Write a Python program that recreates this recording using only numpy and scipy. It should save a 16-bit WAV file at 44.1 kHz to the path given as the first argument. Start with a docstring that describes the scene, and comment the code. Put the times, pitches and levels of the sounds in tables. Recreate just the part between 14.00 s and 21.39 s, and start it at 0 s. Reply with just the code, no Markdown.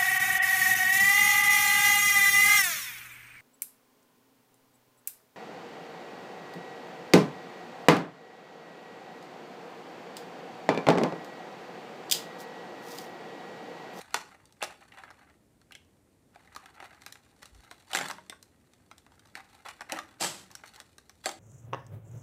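"""A budgie on the rim of a plastic dish rummages through plastic bottle caps with beak and claws.
Clicks are noise cracks with short cap modes, split into body, edge and tick; sliding caps are streams
of tiny contacts. Tapped crowns pop as resonated noise. The dish, on a wire cage in a small room, knocks
on the cage top in ringing modes. There is one deep bump, and once the wires chatter under the dish.
Random echo paths make the room, and coloured noise its still air."""
import sys
import numpy as np
from scipy import signal
from scipy.fft import rfft, irfft
from scipy.io import wavfile
from scipy.ndimage import uniform_filter1d

SR = 44100
rng = np.random.default_rng(int(sys.argv[2]) if len(sys.argv) > 2 else 0)


def waveform_to_disk(signal):
    """Save audio, clipped to [-1, 1], as 16-bit WAV at the path in sys.argv[1]."""
    frames = np.transpose(np.atleast_2d(signal))
    scaled = np.clip(frames, -1, 1) * 32767
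    samples = np.round(scaled).astype(np.int16)
    wavfile.write(sys.argv[1], SR, samples)


N = 325899  # length in samples
TIME = np.arange(N) / SR

# Levels in these tables are relative: layer gains and random variation are added later.
# The clearest contacts of beak, claws, caps and dish.
# Each row: start in seconds, strength in dB, body pitch in Hz, hardness in dB.
CONTACTS = [(0.143, -23.5, 1080, -5.5), (0.164, -41, 1450, -4.5), (0.455, -78.5, 1170, 13.5),
            (0.524, -66, 805, 2.5), (0.626, -29.5, 1020, -5.5), (0.636, -37, 1080, -2),
            (0.642, -40, 770, -2.5), (0.921, -51, 1950, -13), (1.036, -43.5, 1080, -14.5),
            (1.104, -48.5, 1120, -11.5), (1.615, -64, 1650, -3), (1.709, -52.5, 1550, -15),
            (1.721, -54.5, 2110, -1), (1.751, -50.5, 2450, -2), (2.358, -49, 880, -14),
            (2.562, -39, 1120, -7), (2.658, -49, 1580, -6.5), (2.802, -44, 1700, -14),
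            (2.825, -43.5, 1180, -16), (2.93, -52.5, 1710, -19), (3.019, -53.5, 1570, -3.5),
            (3.063, -44, 1720, -2), (3.124, -52.5, 1900, 4), (3.155, -51.5, 1660, -8),
            (3.429, -48.5, 1290, -3.5), (3.456, -58, 1150, 3.5), (3.712, -44.5, 1314, -5.5),
            (3.932, -35, 870, -3.5), (3.949, -25.5, 1640, -6), (3.958, -33, 1440, -2),
            (3.971, -31.5, 1600, -2.5), (3.987, -34, 1490, -2.5), (4.011, -33, 1710, -8.5),
            (4.057, -38.5, 1360, -8), (4.085, -61, 1250, 13.5), (4.111, -36.5, 1210, -5),
            (4.183, -45.5, 955, -29), (4.297, -45, 1870, 2), (4.324, -44, 1420, -21),
            (4.427, -63.5, 1520, 7.5), (4.735, -65.5, 1630, 1), (4.913, -47.5, 1520, -8),
            (4.981, -64, 1550, 5), (5.064, -56, 1170, -9.5), (5.119, -58.5, 1100, -9.5),
            (5.194, -64, 1500, 1), (5.256, -60, 1170, -5), (5.353, -38.5, 1890, -8),
            (5.659, -44.5, 1130, -20), (5.686, -44, 1220, -4.5), (5.808, -41, 1670, -8),
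            (5.897, -40.5, 1670, -10.5), (5.921, -34, 920, -1), (5.988, -33.5, 1280, -9.5),
            (6.245, -34, 930, -9), (6.514, -60, 1400, 3), (6.552, -48.5, 1570, 2.5),
            (6.636, -44, 1540, -19), (6.76, -54.5, 1410, -1), (6.801, -48.5, 1450, -0.5),
            (6.982, -54, 1480, 0), (7.095, -55, 1360, -0.5), (7.258, -31.5, 1510, -1.5),
            (7.266, -31.5, 680, -27), (7.291, -36.5, 960, -4.5)]
# The dish drops back on the cage top.
# Each row: start in seconds, thud level in dB, lowest pitch it stirs in Hz, wire ring level in dB.
DISH_DROPS = [(0.145, -46, 198, -63), (0.627, -45, 230, -51), (3.949, -38.5, 160, -37.5),
              (3.974, -38.5, 140, -52), (4.012, -39, 136, -47), (5.921, -35, 220, -62),
              (6.210, -35, 108, -34.5), (6.245, -41, 127, -33), (7.259, -34.5, 320, -34)]
# A cap tapped on its crown pops at the pitch of its hollow.
# Each row: start in seconds, pitch in Hz, level in dB.
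CROWN_TAPS = [(0.048, 3500, -68), (0.617, 2520, -33), (0.92, 2760, -53), (1.721, 2830, -44.5),
              (1.752, 2970, -45.5), (3.933, 3240, -29)]
# The bird shoves a cap across the others.
# Each row: start in seconds, length in seconds, strength in dB, scratchiness in dB.
CAP_SHOVES = [(0, 0.023, -51.5, 1.5), (0.125, .03, -56, 0), (0.603, 0.058, -44.5, -13),
              (0.687, 0.061, -52.5, -13), (0.808, 0.057, -58, -12), (0.93, .18, -55, -20),
              (2.759, 0.11, -54.5, -12.5), (3.42, 0.062, -57, -7), (3.897, 0.079, -45, 0.5),
              (3.947, .18, -39.5, -9.5), (5.356, 0.06, -48, -10), (5.647, 0.075, -45.5, -8.5),
              (5.806, 0.021, -41.5, -12.5), (5.887, 0.1196, -41.5, -17), (6.634, 0.03, -54.5, 4.5),
              (7.237, .09, -49.5, 2)]
# How busily the bird stirs the caps and scratches with its claws.
# Each row: time in seconds, stirring effort in dB, scratching effort in dB.
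BUSYNESS = [(0, -54.5, -66), (0.38, -61, -74.5), (0.5, -71, -79), (0.8, -65, -69.5), (1.02, -59.5, -70),
            (1.31, -58.5, -77.5), (1.36, -80, -86.5), (2.28, -81, -87), (2.35, -58, -69.5),
            (3.08, -60, -67), (3.28, -68, -69.5), (3.85, -61.5, -62), (4.5, -75, -79.5),
            (5.3, -70.5, -73.5), (5.45, -63, -69.5), (6.1, -59.5, -67.5), (6.75, -59.5, -62),
            (6.97, -77.5, -76)]
# Modes of the caps in the dish. Each row: pitch in Hz, level in dB, t60 in seconds.
CAP_MODES = [(641, -2.5, 0.067), (810, 1.5, 0.05), (1023, -14, 0.016), (1230, 0, 0.041), (1634, 5, 0.02),
             (1850, -11.5, 0.061), (2058, 3.5, 0.031), (3060, -42, 0.015), (3472, -1.5, 0.074),
             (3917, 13, 0.014), (4510, -1.5, 0.069), (5800, 14, 0.0042), (6850, -13, 0.01),
             (8340, 8, 0.013), (10200, -15, 0.0042), (11300, -3, .007)]
# Modes of the dish on the cage top. 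Each row: pitch in Hz, level in dB, t60 in seconds.
DISH_MODES = [(145.3, -13, 0.48), (181.6, -12, 0.52), (230.7, -13, 0.15), (270, -9, 0.17), (344, -7.5, 0.3),
              (433, -15, 0.11), (562, -3, 0.11), (625, 6.5, 0.019), (790, 2, 0.089)]
# Modes of the cage wires. Each row: pitch in Hz, level in dB, t60 in seconds.
WIRE_MODES = [(1713, -1.5, 0.052), (2150, -36, 0.088), (3155, 1.5, 0.19), (3350, -27.5, 0.15),
              (4620, 4, 0.18), (5230, -10, 0.15), (6220, 1, 0.17), (7440, -16, 0.084), (7570, 15, 0.11),
              (9160, 2, 0.16), (11400, 0, .11)]
# Colour of the crack at each contact. Each row: frequency in Hz, level in dB.
CRACK_COLOUR = [(100, 2), (400, 1), (800, -5), (1900, -5.5), (2600, -5), (4500, -7), (8000, -6.5),
                (11000, -11), (15500, -19)]
# Colour of wire striking wire. Each row: frequency in Hz, level in dB.
BUZZ_COLOUR = [(300, 2), (800, 6), (2000, -0.5), (4500, 3), (8000, -1.5), (9800, -5.5), (11500, -5),
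               (12800, -17), (15500, -18)]
# Colour of the still room air. Each row: frequency in Hz, relative density in dB per Hz.
AIR_COLOUR = [(22, -32), (55, -3), (90, 1), (170, -4.5), (270, -3), (550, -11), (1400, -24.5),
              (2100, -24.5), (3000, -29.5), (6000, -29.5), (8500, -26.5), (14500, -35)]
# Decay of the room tail. Each row: frequency in Hz, t60 in seconds.
ROOM_DECAY = [(200, 0.86), (600, 0.33), (1400, 0.32), (3700, 0.33), (8000, 0.31), (14000, 0.25)]

# upper edges of the hollow body, of the hard edge and of the whole sound
BODY_TOP_HZ, EDGE_TOP_HZ, CUTOFF_HZ = 2500, 6000, 15550
# a harder contact is brighter: dB gained per dB of hardness, and level in dB at hardness 0
EDGE_PER_DB, EDGE_DB = 1.12, 0.04
TICK_PER_DB, TICK_DB = 1.48, -0.9
# sliding, claw scratches and light pecks, in dB above the bird's effort
SLIDE_DB, SCRATCH_DB, PECK_DB = -1.27, 0.56, -3
SLIDE_HZ = 1280  # hollow pitch of sliding caps
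# the dish skids: a quick build-up while it slides, then a drop and a dying rattle
SKID_AT_S, SKID_S, SKID_RISE_S, SKID_DB = 6.195, 0.045, 0.03, -30
RATTLE_DB, RATTLE_T60 = -5, 0.48
CHATTER_S = .25  # skid and rattle together
AIR_DB = -65.5
LEVEL_SAMPLES = 265  # a blow is levelled on its first 6 ms


def amp(db):
    """Decibels to gain."""
    return 10 ** (np.asarray(db) / 20)


def unit(x, count=None):
    """Scales to rms 1, judged on the first count samples."""
    return x / np.sqrt(np.mean(x[:count] ** 2) + 1e-20)


def read(points, hz):
    """Reads a table on a log-frequency axis."""
    f, value = np.transpose(points)
    return np.interp(np.log(hz + 1), np.log(f), value)


def add(mix, s, sound):
    """Mixes a sound in at time s."""
    part = mix[max(round(s * SR), 0):][:len(sound)]
    part += sound[:len(part)]


def noise(spectrum, size):
    """Noise of a given colour, rms 1."""
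    white = rfft(rng.standard_normal(size))
    gain = amp(read(spectrum, np.fft.rfftfreq(size, 1 / SR)))
    return unit(irfft(white * gain, size))


def band(x, hz, kind):
    """Causal low-, high- or band-pass."""
    return signal.sosfilt(signal.butter(4, hz, kind, fs=SR, output="sos"), x)


def resonance(x, hz, q):
    """A broad hollow resonance."""
    return signal.lfilter(*signal.iirpeak(hz, max(q, .5), fs=SR), x)


def fade(t, t60):
    """Falls 60 dB in t60 seconds."""
    return np.exp(-np.log(1000) * t / np.maximum(t60, 1e-3))


def ring(modes, size, detune, uneven_db):
    """One blow: where it lands decides how strongly each mode speaks, and shifts it a little."""
    hz, db, t60 = np.transpose(modes)[:, :, None]
    shift, strength, side = rng.standard_normal((3, len(modes), 1))
    t = np.arange(size) / SR
    level = np.sign(side) * amp(db + uneven_db * strength)
    tone = np.sin(2 * np.pi * hz * np.exp(detune * shift) * t)
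    return (level * fade(t, t60) * tone).sum(0)


def grains(per_s, spread_db, size=N):
    """A random train of tiny impulses of uneven size."""
    height = amp(spread_db * np.minimum(rng.exponential(1, size), 3.5))
    sign = rng.choice([-1, 1], size)
    return height * sign * (rng.random(size) < per_s / SR)


def still_air():
    """Still room air: steady coloured noise."""
    return amp(AIR_DB) * noise(AIR_COLOUR, size=N)


def effort(s, column=1):
    """How busy the bird is at time s, in dB: stirring (column 1) or scratching (column 2)."""
    curve = np.transpose(BUSYNESS)
    return np.interp(s, curve[0], curve[column])


def contact(crack_db=1, crack_t60=0.016, rattle_db=-19, rattle_t60=0.17,
            skip_db=-7, skip_s=.003, count=2):
    """A crack, the short ring of a cap and a shiver of its neighbours; the edge skips as it lands."""
    size = 3072
    t = np.arange(size) / SR
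    crack = noise(CRACK_COLOUR, size) * (fade(t, crack_t60) + amp(rattle_db) * fade(t, rattle_t60))
    cap = unit(ring(CAP_MODES, size, detune=0.06, uneven_db=2.5), LEVEL_SAMPLES)
    blow = cap + amp(crack_db) * unit(crack, LEVEL_SAMPLES)
    out = blow.copy()
    for delay, strength in rng.random((count, 2)):
        add(out, delay * skip_s, amp(skip_db) * strength * blow)
    # plastic gives a little before it bites
    return out * (1 - fade(t, .003))


def shuffles(lurch_db=7.0, body_q=1.0, count=8):
    """Sliding caps stick and slip: streams of tiny contacts follow the effort and swell at each shove."""
    slips, scratches = np.zeros((2, N))
    for _ in range(count):
        cap = contact()
        # each cap lurches in its own time
        drift = uniform_filter1d(uniform_filter1d(rng.standard_normal(N), 900), 900)
        lurch = amp(lurch_db * np.clip(unit(drift), -2, 2))
        slips += signal.oaconvolve(lurch * grains(per_s=55, spread_db=3.5), cap)[:N]
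        scratches += signal.oaconvolve(lurch * grains(per_s=35, spread_db=2.2), cap)[:N]
    hollow = band(slips + scratches, [560, 3000], "band")
    slips = unit(resonance(hollow, SLIDE_HZ, body_q))
    scratches = unit(band(scratches, BODY_TOP_HZ, "high"))
    out = amp(effort(TIME) + SLIDE_DB) * slips
    out += amp(effort(TIME, column=2) + SCRATCH_DB) * scratches
    for start, length, db, scratch_db in CAP_SHOVES:
        span = slice(max(round(start * SR), 0), round((start + max(length, .01)) * SR))
        stroke = amp(db) * (unit(slips[span]) + amp(scratch_db) * unit(scratches[span]))
        add(out, start, stroke * signal.windows.tukey(len(stroke), .25))
    return out


def pecks(spread_db=5.5, pitch_hz=1400, hardness_db=-3, hardness_spread_db=3.5, count=44):
    """Light pecks and steps at chance moments, stronger when the bird is busy; rows like CONTACTS."""
    s = (np.arange(count) + rng.random(count)) / count * N / SR
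    strength, pitch, hardness = np.clip(rng.standard_normal((count, 3)), -2, 2).T
    # more scratching makes for harder contacts
    claws_db = (effort(s, column=2) - effort(s)) / 2
    body_db = effort(s) + PECK_DB + spread_db * strength
    body_hz = pitch_hz * np.exp(.17 * pitch)
    return list(zip(s, body_db, body_hz, hardness_db + claws_db + hardness_spread_db * hardness))


def clicks(body_q=2.0, wide_db=-13, low_hz=230, snap_db=6, settle_db=-19, settle_s=0.044, count=3):
    """Contacts of hollow body, hard edge and fine tick settle in faint bounces; direct and room sends."""
    direct, spread = np.zeros((2, N))
    for s, body_db, body_hz, hardness_db in list(CONTACTS) + pecks():
        edge_db = body_db + EDGE_DB + EDGE_PER_DB * hardness_db
        tick_db = body_db + TICK_DB + TICK_PER_DB * hardness_db
        blow = contact()
        # the treble gets a boost in the first instant of contact
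        snap = blow * (1 + amp(snap_db) * fade(TIME[:len(blow)], .006))
        hollow = resonance(blow, body_hz, body_q) + amp(wide_db) * blow
        body = band(hollow, [low_hz, BODY_TOP_HZ], "band")
        edge = band(snap, [BODY_TOP_HZ, EDGE_TOP_HZ], "band")
        tick = band(snap, EDGE_TOP_HZ, "high")
        click = amp(body_db) * unit(body, LEVEL_SAMPLES)
        click += amp(edge_db) * unit(edge, LEVEL_SAMPLES)
        click += amp(tick_db) * unit(tick, LEVEL_SAMPLES)
        add(direct, s, click)
        for delay in rng.random(count):
            add(direct, s + delay * settle_s, amp(settle_db) * (1 - delay) * click)
        # a heavy blow shakes the whole dish and fills the room; a light peck is drier
        room_db = np.interp(body_db, [-42, -28], [-3.5, .5])
        add(spread, s, amp(room_db) * click)
    return direct, spread


def pops(q=3.8, t60=0.042, after_db=-16, after_t60=0.33):
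    """The hollow of a cap sounds briefly and hangs in the air: fading noise through two resonances."""
    out, t = np.zeros(N), np.arange(SR // 4) / SR
    for s, hz, db in CROWN_TAPS:
        push = rng.standard_normal(len(t)) * (fade(t, t60) + amp(after_db) * fade(t, after_t60))
        hollow = resonance(resonance(push, hz, q), hz, q)
        add(out, s, amp(db) * unit(hollow, LEVEL_SAMPLES))
    return out


def knocks(count=4):
    """The rocking dish thuds on the cage top and sets a few wires ringing."""
    out = np.zeros(N)
    for s, thud_db, low_hz, wire_db in DISH_DROPS:
        thud = band(ring(DISH_MODES, size=16384, detune=0.044, uneven_db=0.5), low_hz, "high")
        wires = sum(ring(WIRE_MODES, size=8192, detune=.03, uneven_db=2) for _ in range(count))
        # both are levelled on their first 20 ms
        add(out, s, amp(thud_db) * unit(thud, count=882))
        add(out, s, amp(wire_db) * unit(wires, count=882))
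    return out


def bump(db=-53):
    """One soft, deep bump: low noise under a bell-shaped swell."""
    swell = np.exp(-((TIME - 3.567) / .033) ** 2)  # centre and width in seconds
    rumble = swell * band(rng.standard_normal(N), [45, 80], "band")
    return amp(db) * rumble * np.linalg.norm(swell) / np.linalg.norm(rumble)


def chatter(ring_db=-8, buzz_db=0.0, buzz_t60=0.033, count=24):
    """Many unlike wires strike one another over and over: a bright buzz that rings on."""
    t = np.arange(0, CHATTER_S, 1 / SR)
    build_up = np.minimum(t / SKID_RISE_S, 1)
    rattle = amp(RATTLE_DB) * fade(t - SKID_S, RATTLE_T60)
    force = amp(SKID_DB) * np.where(t < SKID_S, build_up, rattle)
    out = np.zeros(N)
    for _ in range(count):
        wire = ring(WIRE_MODES, size=8192, detune=.045, uneven_db=4)
        buzz = noise(BUZZ_COLOUR, size=len(wire)) * fade(TIME[:len(wire)], buzz_t60)
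        blows = force * unit(grains(per_s=45, spread_db=-2.5, size=len(force))) / np.sqrt(count)
        strike = amp(ring_db) * wire / np.linalg.norm(wire)
        strike += amp(buzz_db) * buzz / np.linalg.norm(buzz)
        add(out, SKID_AT_S, signal.fftconvolve(blows, band(strike, 360, "high")))
    return out


def echo(early_db=-15, early_t60=0.071, tail_db=-11):
    """Quick reflections from the cage top and window, and the tail of a small room."""
    t = np.arange(SR // 2) / SR
    taps = rng.standard_normal(len(t)) * (rng.random(len(t)) < .1) * (t > .007)
    # each frequency of the tail dies at its own rate
    hz, frames, z = signal.stft(taps, SR, nperseg=256)
    decay = fade(frames, read(ROOM_DECAY, hz)[:, None])
    tail = signal.istft(z * decay, SR, nperseg=256)[1][:len(t)]
    early = rng.standard_normal(len(t)) * (rng.random(len(t)) < .03) * (t > .002)
    early = early * fade(t, early_t60)
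    return amp(tail_db) * tail / np.linalg.norm(tail) + amp(early_db) * early / np.linalg.norm(early)


def room(x, count=6):
    """Each contact radiates its own way, so the sound is handed round several different echo paths."""
    out = np.zeros(N)
    place = TIME * 70  # paths handed on per second
    for k in range(count):
        away = abs((place - k) % count - count / 2)
        share = np.cos(np.pi / 2 * np.minimum(away, 1))
        out += signal.oaconvolve(x * share, echo())[:N]
    return out


def scene():
    """Caps, dish and cage in the quiet room."""
    direct, spread = clicks()
    rest = amp(-3.5) * pops() + amp(-2.5) * shuffles() + amp(-2.5) * knocks() + amp(0.5) * chatter()
    mix = direct + rest + room(spread + rest) + bump() + still_air()
    return mix[None]


def record(dry):
    """Limits the top of the band with a steep linear-phase low-pass."""
    low_pass = signal.firwin(301, CUTOFF_HZ, window=("kaiser", 8), fs=SR)
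    return signal.oaconvolve(dry, low_pass[None], "same")


dry = scene()
out = record(dry)
waveform_to_disk(out)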